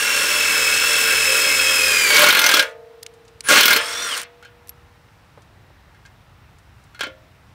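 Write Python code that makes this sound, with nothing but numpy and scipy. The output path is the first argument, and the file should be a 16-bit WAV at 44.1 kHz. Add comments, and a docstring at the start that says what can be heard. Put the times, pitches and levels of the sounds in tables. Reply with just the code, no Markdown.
"""A gear whine opens the scene: a cordless impact driver sinks a self-drilling screw into a steel arm.
It hammers as the thread bites, stops, hammers again and spins free; then fingers rub and the arm is knocked.
A low outdoor rumble and a far hush of traffic lie below. The whine is a sum of sines locked to the spindle
angle; blows, cutting and whine excite decaying modes of the arm; rush, rumble and hush are filtered noise."""
import sys
import numpy as np
from scipy import signal
from scipy.fft import rfft, irfft
from scipy.io import wavfile
from scipy.ndimage import uniform_filter1d, minimum_filter1d

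SR = 44100
rng = np.random.default_rng(int(sys.argv[2]) if len(sys.argv) > 2 else 0)


def log_audio(samples):
    """Write samples as a 16-bit WAV file to the path given in sys.argv[1]."""
    # one column per channel
    frames = np.atleast_2d(samples).T
    # limit to full scale, then quantise
    limited = np.clip(frames, -1, 1)
    pcm = np.round(limited * 32767).astype(np.int16)
    wavfile.write(sys.argv[1], SR, pcm)


N = 332759
T = np.arange(N) / SR   # time axis [s]
BITE_S, LET_GO_S = 2.12, 3.79   # the thread bites and hammering begins; the load comes off


def amp(db):
    """Logarithmic level: decibels to an amplitude gain."""
    return 10 ** (np.asarray(db) / 20)


def rms_one(x):
    """Normalisation: scale a signal to unit rms."""
    return x / np.sqrt(np.mean(x ** 2) + 1e-20)


def in_time(*tables, fade=.012):
    """Linear interpolation of successive tables over time, with a last column that gates the gaps shut."""
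    s, *columns = np.transpose(np.vstack(tables))
    gate = np.zeros(N)
    for table in tables:
        start, end = table[0][0], table[-1][0]
        gate += np.interp(T, [start - fade, start, end, end + fade], [0, 1, 1, 0])
    return [np.interp(T, s, column) for column in columns] + [gate]


def at_hz(points, hz):
    """Linear interpolation of a table on a log-frequency axis."""
    hz_points, values = np.array(points).T[:2]
    return np.interp(np.log(hz), np.log(hz_points), values)


def drift(rate):
    """Low-passed random fluctuation: two-pole filtered noise of unit rms, slower for a low rate [Hz]."""
    r = np.exp(-32 * np.pi * rate / SR)   # one step per 16 samples
    white = rng.standard_normal(N // 16 + 4002)
    slow = signal.lfilter([1], [1, -2 * r, r * r], white)[4000:]   # drop the filter's start
    return np.interp(np.arange(N) / 16, np.arange(len(slow)), rms_one(slow))


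def clicks(seconds, db):
    """Impulse excitation: single samples of given heights."""
    out = np.full(N, 1e-18)
    np.add.at(out, (np.asarray(seconds) * SR).astype(int), amp(db))
    return out


def ring(x, hz, t60):
    """Damped resonance: a unit click sets a sine of height 1 ringing."""
    r, w = amp(-60 / (t60 * SR)), 2 * np.pi * hz / SR
    return signal.lfilter([0, np.sin(w)], [1, -2 * r * np.cos(w), r * r], x)


def dying(x, t60):
    """Exponential decay: every sample leaves a tail that falls 60 dB in t60."""
    return signal.lfilter([1], [1, -amp(-60 / (t60 * SR))], x)


def bands(spectrum):
    """Spectral shaping: pairs of centre frequency and half-octave noise, of unit rms when summed."""
    edges, white = 90 * 2 ** np.arange(0, 7.8, .5), rng.standard_normal((2, N))
    centres = np.sqrt(edges[1:] * edges[:-1])
    parts = []
    for k, hz in enumerate(centres):
        band = signal.butter(2, edges[k:k + 2], "band", fs=SR, output="sos")
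        parts.append(amp(at_hz(spectrum, hz)) * signal.sosfilt(band, white[k % 2]))
    parts = np.array(parts)
    return zip(centres, parts / parts.sum(0).std())


# Spindle speed in two runs: start_s, speed_turns_per_s
SPINDLE_SPEED = [
    [(0, 43.5), (.2, 42.5), (.5, 41.35), (.72, 40.85), (.86, 42.1), (1.4, 40.7), (1.52, 41.0), (1.75, 40.6),
     (1.9, 39.9), (2, 38.3), (2.1, 36), (2.3, 35)],
    [(3.74, 38.5), (3.8, 39.3), (3.86, 41.3), (4.01, 44.2), (4.05, 44.8), (4.1, 41.6), (4.155, 34)],
]


def spindle():
    """Rotation: integrated speed gives the angle in turns, with a gate open while it spins."""
    turns_per_s, spinning = in_time(*SPINDLE_SPEED)
    return np.cumsum(turns_per_s) / SR, spinning


# Tones as multiples of the spindle: its wobble, the 63-tooth gear mesh with side tones,
# the motor poles and the 10-blade fan on the 8:1 motor: order_per_turn
SPINDLE_ORDERS = [1, 2, 3, 4, 5, 7, 8, 10, 11, 13, 32, 54, 55, 62, 63, 64, 66, 80, 124, 126, 128, 129, 130,
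                  171, 180, 189, 207, 243, 288]
# Relative level of each order in the first run: level_db
FIRST_RUN_ORDER_DB = [-27, -24, -31.5, -33, -31, -29.5, -31.5, -26.5, -18, -18.5, -24.5, -8.5, -11, -1, 4,
                      0, -5.5, -6.5, -7.5, -2, -6, -13, -4, -16.5, -14, -7.5, -11, -23.5, -12.5]
# Relative level of each order spinning free in the second run: level_db
FREE_ORDER_DB = [-40, -44, -32, -38, -28, -20.5, -30, -35, -23, -32, -6.5, -28, -24, -24.5, -19.5, -27, -22,
                 7, -19, -22.5, -8, -19.5, 4.5, -27.5, -28, -29, -23.5, -34, -34]
# Overall whine in each run: start_s, level_db
WHINE_LEVEL = [
    [(0, -31.5), (.7, -28), (1.8, -26.5), (2.05, -26.5), (2.3, -23)],
    [(3.74, -36.5), (3.86, -45), (4.05, -38.5), (4.155, -41.5)],
]
STUTTER_DB, STUTTER_ENDS_S = 6.5, 4.03   # unloaded, the high orders stutter once a turn


def whine(turns, spinning, rough_db=2.6):
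    """Order synthesis: each order is a sine locked to the spindle angle, wavering in level and phase."""
    out = np.zeros(N)
    whine_db = in_time(*WHINE_LEVEL)[0]
    stuttering = (T > LET_GO_S) & (T < STUTTER_ENDS_S)
    stutter_db = STUTTER_DB * np.sin(2 * np.pi * turns) * stuttering
    for order, first_db, free_db in zip(SPINDLE_ORDERS, FIRST_RUN_ORDER_DB, FREE_ORDER_DB):
        waver_db = rough_db * drift(1.5 + .4 * order)   # high orders flutter faster
        wander = .006 * order * drift(25)               # phase tremble [rad]
        order_db = np.where(T < 3, first_db, free_db)
        level = amp(whine_db + order_db + waver_db + (order > 100) * stutter_db)
        phase = 2 * np.pi * order * turns + wander + rng.uniform(0, 7.1)
        out += np.sqrt(2) * level * np.sin(phase)
    return spinning * out


def throb(turns, once=1.2, twice=1.3, motor=1.1):
    """Amplitude modulation: a beat [dB] per spindle turn, per cutting lip (two) and per motor turn."""
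    angle = 2 * np.pi * turns
    return amp(once * np.sin(angle) + twice * np.sin(2 * angle + 1) + motor * np.sin(8 * angle))


# Load on the bit in two runs, heard as cutting noise in the arm: start_s, level_db
BIT_LOAD = [
    [(0, -21), (1.9, -22), (2.1, -20.5), (2.2, -4.5), (2.3, -8.5), (2.4, -18.5), (2.58, -17), (2.66, -40.5),
     (2.72, -54)],
    [(3.44, -40), (3.484, -24.5), (3.495, -11.5), (3.57, -1.5), (3.64, -11), (3.76, -13), (3.8, -32.5),
     (4.15, -30), (4.19, -30.5), (4.232, -42)],
]


def load(turns):
    """Load coupling: the load level, and the beat of the turning tool gated to its runs."""
    load_db, running = in_time(*BIT_LOAD)
    return load_db, running * throb(turns)


# Margin of the rush over the load while drilling, hammering, spinning free: level_db
RUSH_MARGINS = (0, -11, 0.5)
RUSH_WARM_UP_DB, RUSH_WARM_UP_S = -3.5, 1   # the rush grows as the tip digs in


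def rush_level(load_db):
    """Load-dependent radiation: the rush follows the load by a margin for each working state."""
    drilling_db, hammering_db, free_db = RUSH_MARGINS
    margin_db = np.where(T < BITE_S, drilling_db, np.where(T < LET_GO_S, hammering_db, free_db))
    warm_db = RUSH_WARM_UP_DB * np.clip(1 - T / RUSH_WARM_UP_S, 0, 1)
    return amp(load_db + uniform_filter1d(margin_db, size=2000) + warm_db)


# Gear rattle, brush of the fan air and chips, relative density: pitch_hz, level_db (per Hz)
LOADED_RUSH = [(59, -59), (100, -38), (373, -34.5), (442, -22.5), (768, -30.5), (1610, 4.5), (2370, -5),
               (2580, 1), (3540, -4), (5190, -9.5), (5900, 1), (7610, -1.5), (16000, -6.5)]
# The same noise unloaded: pitch_hz, level_db (per Hz)
UNLOADED_RUSH = [(59, -50), (100, -26), (302, -7.5), (381, -34), (442, -19), (595, -6), (752, -25),
                 (1420, 8.5), (2580, -13), (3470, -4), (3860, -4.5), (8640, -7.5), (16000, -20)]
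# Resonance of the gear housing, heard unloaded: pitch_hz, t60_s, level_db
GEAR_HOUSING = (8640, 0.0065, -8.5)


def patchy(spectrum):
    """Independent band fluctuation: each noise band drifts in level by itself."""
    return sum(noise * amp(0.98 * drift(20)) for hz, noise in bands(spectrum))


def rush(level):
    """Broadband turbulence and rattle: patchy noise, recoloured and joined by the housing once unloaded."""
    loaded, free = patchy(LOADED_RUSH), patchy(UNLOADED_RUSH)
    hz, t60, housing_db = GEAR_HOUSING
    housing = rms_one(ring(rng.standard_normal(N), hz, t60))
    free = free + amp(housing_db + 2.2 * drift(30)) * housing
    return level * np.where(T < LET_GO_S, loaded, free)


# Hammer on anvil, also played by cracks(): start_s, level_db (strength)
HAMMER_BLOWS = [(2.1036, -17.5), (2.144, -16), (2.1677, -10.5), (2.1925, -6.5), (2.2187, -8.5),
                (2.2413, -3), (2.264, -8), (2.2862, -9), (2.3053, -3), (2.3259, -7.5), (2.3489, -10.5),
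                (2.3695, -13), (2.3919, -9.5), (2.4163, -16.5), (2.441, -17.5), (2.4634, -18),
                (2.491, -11.5), (2.514, -19), (2.5398, -11), (2.5691, -19), (2.5941, -11), (2.6258, -26.5),
                (3.487, -16), (3.5057, -14.5), (3.5389, -5), (3.5585, -10.5), (3.5827, -12.5),
                (3.6082, -1.5), (3.632, -4.5), (3.6555, -1), (3.6805, -6.5), (3.7046, -13.5), (3.7295, -2),
                (3.7627, -8.5)]
# Touches on the arm: start_s, level_db
ARM_KNOCKS = [(4.426, -50.5), (4.449, -49), (5.946, -62), (6.052, -57.5), (6.947, -51), (6.993, -41.5),
              (7.008, -27.5), (7.034, -33), (7.068, -46)]
# Dull low jolts of the arm, under the hammering and the last knock, also played by thumps(): start_s, level_db
LOW_JOLTS = [(2.192, -11), (2.239, -37), (2.415, -23), (2.541, -18.5), (2.58, -16.5), (3.486, -39),
             (3.51, -7.5), (3.656, -16.5), (3.759, -23), (7.035, -30), (7.068, -28)]
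# Clear modes of the steel arm: pitch_hz, level_db, t60_s
ARM_MODES = [(453, -31.5, 3.05), (479.6, -34.5, 3), (462, -12, .15), (307, -20, 0.13), (372, -32, .3),
             (527.7, -11, 0.37), (595.1, -7.5, 0.33), (623, -26, 0.9), (685, -38, 1.6), (890, -24, 0.63),
             (1034, -16, .2), (1114, -11, 0.17), (1238, -20.5, 0.47), (1394, -4, 0.2), (1423, -4.5, 0.22),
             (1454, -1.5, 0.22), (1595, -1.5, .11), (1614, 2, .12), (1647, -2, .13), (1750, -11.5, 0.29),
             (1946, -17, 0.31), (2120, -1, 0.18), (2251, -5.5, 0.17), (2350, -13.5, .2), (2508, -10.5, .15),
             (3070, -1.5, .12), (3266, -7, .13), (3360, -9, 0.22), (3903, -9.5, .13), (4270, -1, .09),
             (5380, -11.5, 0.053)]
# The arm's countless close modes, relative density: pitch_hz, level_db (per Hz)
WASH_SPECTRUM = [(59, -57), (100, -37.5), (381, -42), (461, -18.5), (721, -17), (1280, 0), (1610, 4.5),
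                 (1830, -10.5), (2170, -2), (2420, 3.5), (4380, -3.5), (4980, -2), (16000, -9)]
# Decay of those close modes: pitch_hz, t60_s
WASH_DECAY = [(200, 0.12), (1500, 0.25), (4000, 0.15), (8000, 0.04), (15000, 0.032)]
# Short slam of a blow over that wash: pitch_hz, level_db
SLAM_SPECTRUM = [(200, -2), (1500, 0.5), (4000, 6.5), (8000, -2.5), (15000, 10)]
SLAM_T60_S = .06
THUD_HZ = 750   # modes below this answer to the thud
RING_DB, THUD_DB = -10.5, -19.5   # a blow's drive of ring and low thud, over its strength
KNOCK_THUD_DB, KNOCK_WASH_DB = -26, 2.5   # knocks hardly move the low modes, and sound more in the wash
LONG_RING_HZ, DAMPED_S = 453, 4.1   # this ring is damped once the screw comes loose
CONTACT_SPREAD_DB = 3   # the contact shifts, so each mode is driven unevenly
BLOW_SPREAD_DB = 3.5    # chance differences between blows


def arm(cutting, whining, contact_t60=0.026):
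    """Modal synthesis: contacts, cutting and whine ring clear modes and a wash dying band by band."""
    blow, knock, jolt = np.array(HAMMER_BLOWS), np.array(ARM_KNOCKS), np.array(LOW_JOLTS)
    at = np.r_[blow[:, 0], knock[:, 0]]
    high_db = np.r_[blow[:, 1] + RING_DB, knock[:, 1]]
    low_at = np.r_[at, jolt[:, 0]]
    low_db = np.r_[blow[:, 1] + THUD_DB, knock[:, 1] + KNOCK_THUD_DB, jolt[:, 1]]
    wash_db = np.r_[blow[:, 1] + RING_DB, knock[:, 1] + KNOCK_WASH_DB]

    # short rough contacts: decaying envelopes on noise
    high = dying(clicks(at, high_db - 18.5), contact_t60)
    low = dying(clicks(low_at, low_db - 18.5), contact_t60)
    out, grit = np.zeros(N), rng.standard_normal(N)
    for hz, mode_db, t60 in ARM_MODES:
        contact = low if hz < THUD_HZ else high
        push = (contact + amp(-39) * cutting) * grit + amp(-43.5) * whining
        uneven_push = push * amp(CONTACT_SPREAD_DB * drift(13))
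        alive = np.clip((DAMPED_S - T) / .2 + 1, 0, 1) if hz == LONG_RING_HZ else 1
        out += alive * amp(mode_db) * ring(uneven_push, hz, t60)

    for hz, noise in bands(WASH_SPECTRUM):
        # doubled decibels turn amplitude into energy, whose decay takes half the t60
        struck = clicks(low_at, 2 * (low_db + 6)) if hz < THUD_HZ else clicks(at, 2 * wash_db)
        energy = dying(struck + (amp(-29.0) * cutting) ** 2, at_hz(WASH_DECAY, hz) / 2)
        uneven_db = rng.normal(0, BLOW_SPREAD_DB, len(blow))
        slam_db = blow[:, 1] + at_hz(SLAM_SPECTRUM, hz) + uneven_db
        slam = dying(clicks(blow[:, 0], slam_db), SLAM_T60_S)
        out += noise * np.sqrt(energy + slam ** 2)
    return out


# Low background rumble, sinking around the first hammering and rising again: start_s, level_db
RUMBLE_LEVEL = [(0, -62), (.8, -57), (2.0, -66.5), (2.9, -61.5), (3.5, -51.5), (4.2, -58.5), (4.8, -52.5),
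                (7.55, -51)]
# Far hush of traffic, relative density: pitch_hz, level_db (per Hz)
AIR_SPECTRUM = [(150, -29), (250, 0.5), (510, -6), (748, 0), (1850, -5), (4260, -14), (7570, -23.5),
                (8550, -25), (16000, -20.5)]
AIR_DB = -55.5


def outdoors():
    """Ambient noise: a lumpy low-band rumble and a far, smooth hush."""
    band = signal.butter(2, [48, 130], "band", fs=SR, output="sos")
    low_noise = rms_one(signal.sosfilt(band, rng.standard_normal(N)))
    rumble = low_noise * amp(in_time(RUMBLE_LEVEL)[0] + 0.84 * drift(5))
    hush = sum(noise * amp(0.64 * drift(1.8)) for hz, noise in bands(AIR_SPECTRUM))
    return rumble + amp(AIR_DB) * hush


# Modes of hammer and anvil: pitch_hz, level_db, t60_s
ANVIL_MODES = [(6200, -4.5, 0.051), (9550, -4.5, 0.016), (11500, -9.5, 0.033)]
CRACK_DB, CRACK_FOLLOWS = -9, 0.52   # snap level, and how far it follows the strength (dB per dB)


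def cracks(t60=0.012, low_hz=8000):
    """Hard impact: each steel blow gives a bright high-passed noise snap and a short ring of the anvil."""
    s, strength_db = np.transpose(HAMMER_BLOWS)
    snap_db = CRACK_DB + CRACK_FOLLOWS * strength_db + rng.normal(0, BLOW_SPREAD_DB, len(s))
    snap = dying(clicks(s, snap_db), t60) * rng.standard_normal(N)
    out = signal.sosfilt(signal.butter(2, low_hz, "high", fs=SR, output="sos"), snap)
    for hz, mode_db, mode_t60 in ANVIL_MODES:
        uneven_db = rng.normal(0, BLOW_SPREAD_DB, len(s))
        out += ring(clicks(s, snap_db + mode_db + uneven_db), hz, mode_t60)
    return out


THUMP_HZ, THUMP_T60_S, THUMP_DB = 190, 0.05, -18   # the jolt also shakes the whole arm


def thumps():
    """Whole-body motion: each jolt leaves a decaying low lump of noise."""
    s, db = np.transpose(LOW_JOLTS)
    band = signal.butter(3, [THUMP_HZ / 2, THUMP_HZ * 2], "band", fs=SR, output="sos")
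    noise = rms_one(signal.sosfilt(band, rng.standard_normal(N)))
    lumps = dying(clicks(s, db + THUMP_DB), THUMP_T60_S) * noise
    return signal.sosfilt(band, lumps)


def puffs(events, t60, width):
    """Transient noise: puffs that decay in t60, in a band from pitch / width to pitch * width."""
    out, t = np.zeros(N), np.arange(4000) / SR
    for s, peak_db, hz in events:
        band = signal.butter(2, [hz / width, min(hz * width, 19000)], "band", fs=SR)
        puff = signal.lfilter(*band, rng.standard_normal(4000) * amp(-60 * t / t60))
        start = int(s * SR)
        out[start:start + 4000] += amp(peak_db) * puff / np.abs(puff).max()
    return out


# Sharp clicks of trigger, brake and bit holder: start_s, level_db (peak), pitch_hz
SHARP_TICKS = [(3.028, -28, 4980), (3.031, -20, 5980), (3.064, -18.5, 3900), (3.407, -17, 4300),
               (4.167, -17, 11100), (4.177, -12, 5840), (4.216, -17, 7800), (4.232, -21, 5180),
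               (4.673, -35, 6840), (4.683, -34, 7060), (4.693, -25, 11000), (4.6935, -27.5, 3500)]
# Soft rubs of fingers on tool and screw: start_s, level_db (peak), pitch_hz
FINGER_RUBS = [(3.138, -47, 6000), (3.25, -46, 4100), (3.279, -43, 4050), (5.085, -46.5, 1483),
               (5.375, -34, 550), (5.42, -47, 4520), (5.702, -46, 500), (6.06, -40, 3954),
               (6.585, -48, 6000), (6.839, -46.5, 6000)]
# Ring of the bit holder: level_db, pitch_hz, t60_s
HOLDER_PING = (-22, 11600, .03)
PING_S = 4.693   # the bit holder slips off the screw


def hands():
    """Contact and friction: short ticks, longer soft rubs, and one damped ping of the bit holder."""
    sharp = puffs(SHARP_TICKS, t60=0.014, width=2.1)
    soft = puffs(FINGER_RUBS, t60=0.058, width=1.85)
    ping_db, hz, t60 = HOLDER_PING
    return sharp + soft + ring(clicks([PING_S], ping_db), hz, t60)


# Song of the motor controller as it starts: start_s, split_hz (each side of the centre), level_db
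CHOPPER_SPLIT = [(3.439, 10, -94), (3.439, 21, -44), (3.461, 212.5, -32.5), (3.49, 603, -28.5),
                 (3.51, 805, -68)]
CHOPPER_HZ = 9880   # switching pitch


def chopper():
    """Sideband modulation: a sine times a cosine makes two tones spreading from the switching pitch."""
    split_hz, level_db, gate = in_time(CHOPPER_SPLIT)
    carrier = np.sin(2 * np.pi * CHOPPER_HZ * T)
    modulator = np.cos(2 * np.pi * np.cumsum(split_hz) / SR)
    return gate * amp(level_db) * 2 * carrier * modulator


def scene():
    """Superposition: tool, arm and hands close by, summed with the open air."""
    turns, spinning = spindle()
    load_db, beat = load(turns)
    whining = whine(turns, spinning)
    tool_noise = rush(rush_level(load_db) * beat) + cracks() + arm(amp(load_db) * beat, whining)
    # small parts radiate little bass noise
    no_bass = signal.butter(2, 230, "high", fs=SR, output="sos")
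    tool = whining + signal.sosfilt(no_bass, tool_noise)
    return (tool + thumps() + chopper() + hands() + outdoors())[None]


CUTOFF_HZ = 16050


def record(dry, step_hz=10100, step_db=-3.5, release_db_per_s=150):
    """Microphone response and limiting: a treble step, bass loss, a fast full-scale limiter and a top cut."""
    hz = np.fft.rfftfreq(N, 1 / SR)
    treble_step = amp(step_db / (1 + np.exp((step_hz - hz) / 80)))
    bass_loss = np.sqrt(1 + (40 / (hz + 1)) ** 6)
    x = irfft(rfft(dry[0]) * treble_step / bass_loss, N)
    x = signal.sosfilt(signal.cheby2(24, 70, CUTOFF_HZ, fs=SR, output="sos"), x)
    over_db = np.maximum(20 * np.log10(np.abs(x) + 1e-9), 0)
    # hold each peak, then release at a steady rate
    held_db = np.maximum.accumulate(over_db + release_db_per_s * T) - release_db_per_s * T
    ahead_db = -minimum_filter1d(-np.maximum(held_db, 0), size=129)   # the gain starts to fall before a peak
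    x = x * amp(-uniform_filter1d(ahead_db, size=64))
    return signal.sosfilt(signal.cheby2(16, 50, 16800, fs=SR, output="sos"), x)[None]


dry = scene()
out = record(dry)
log_audio(out)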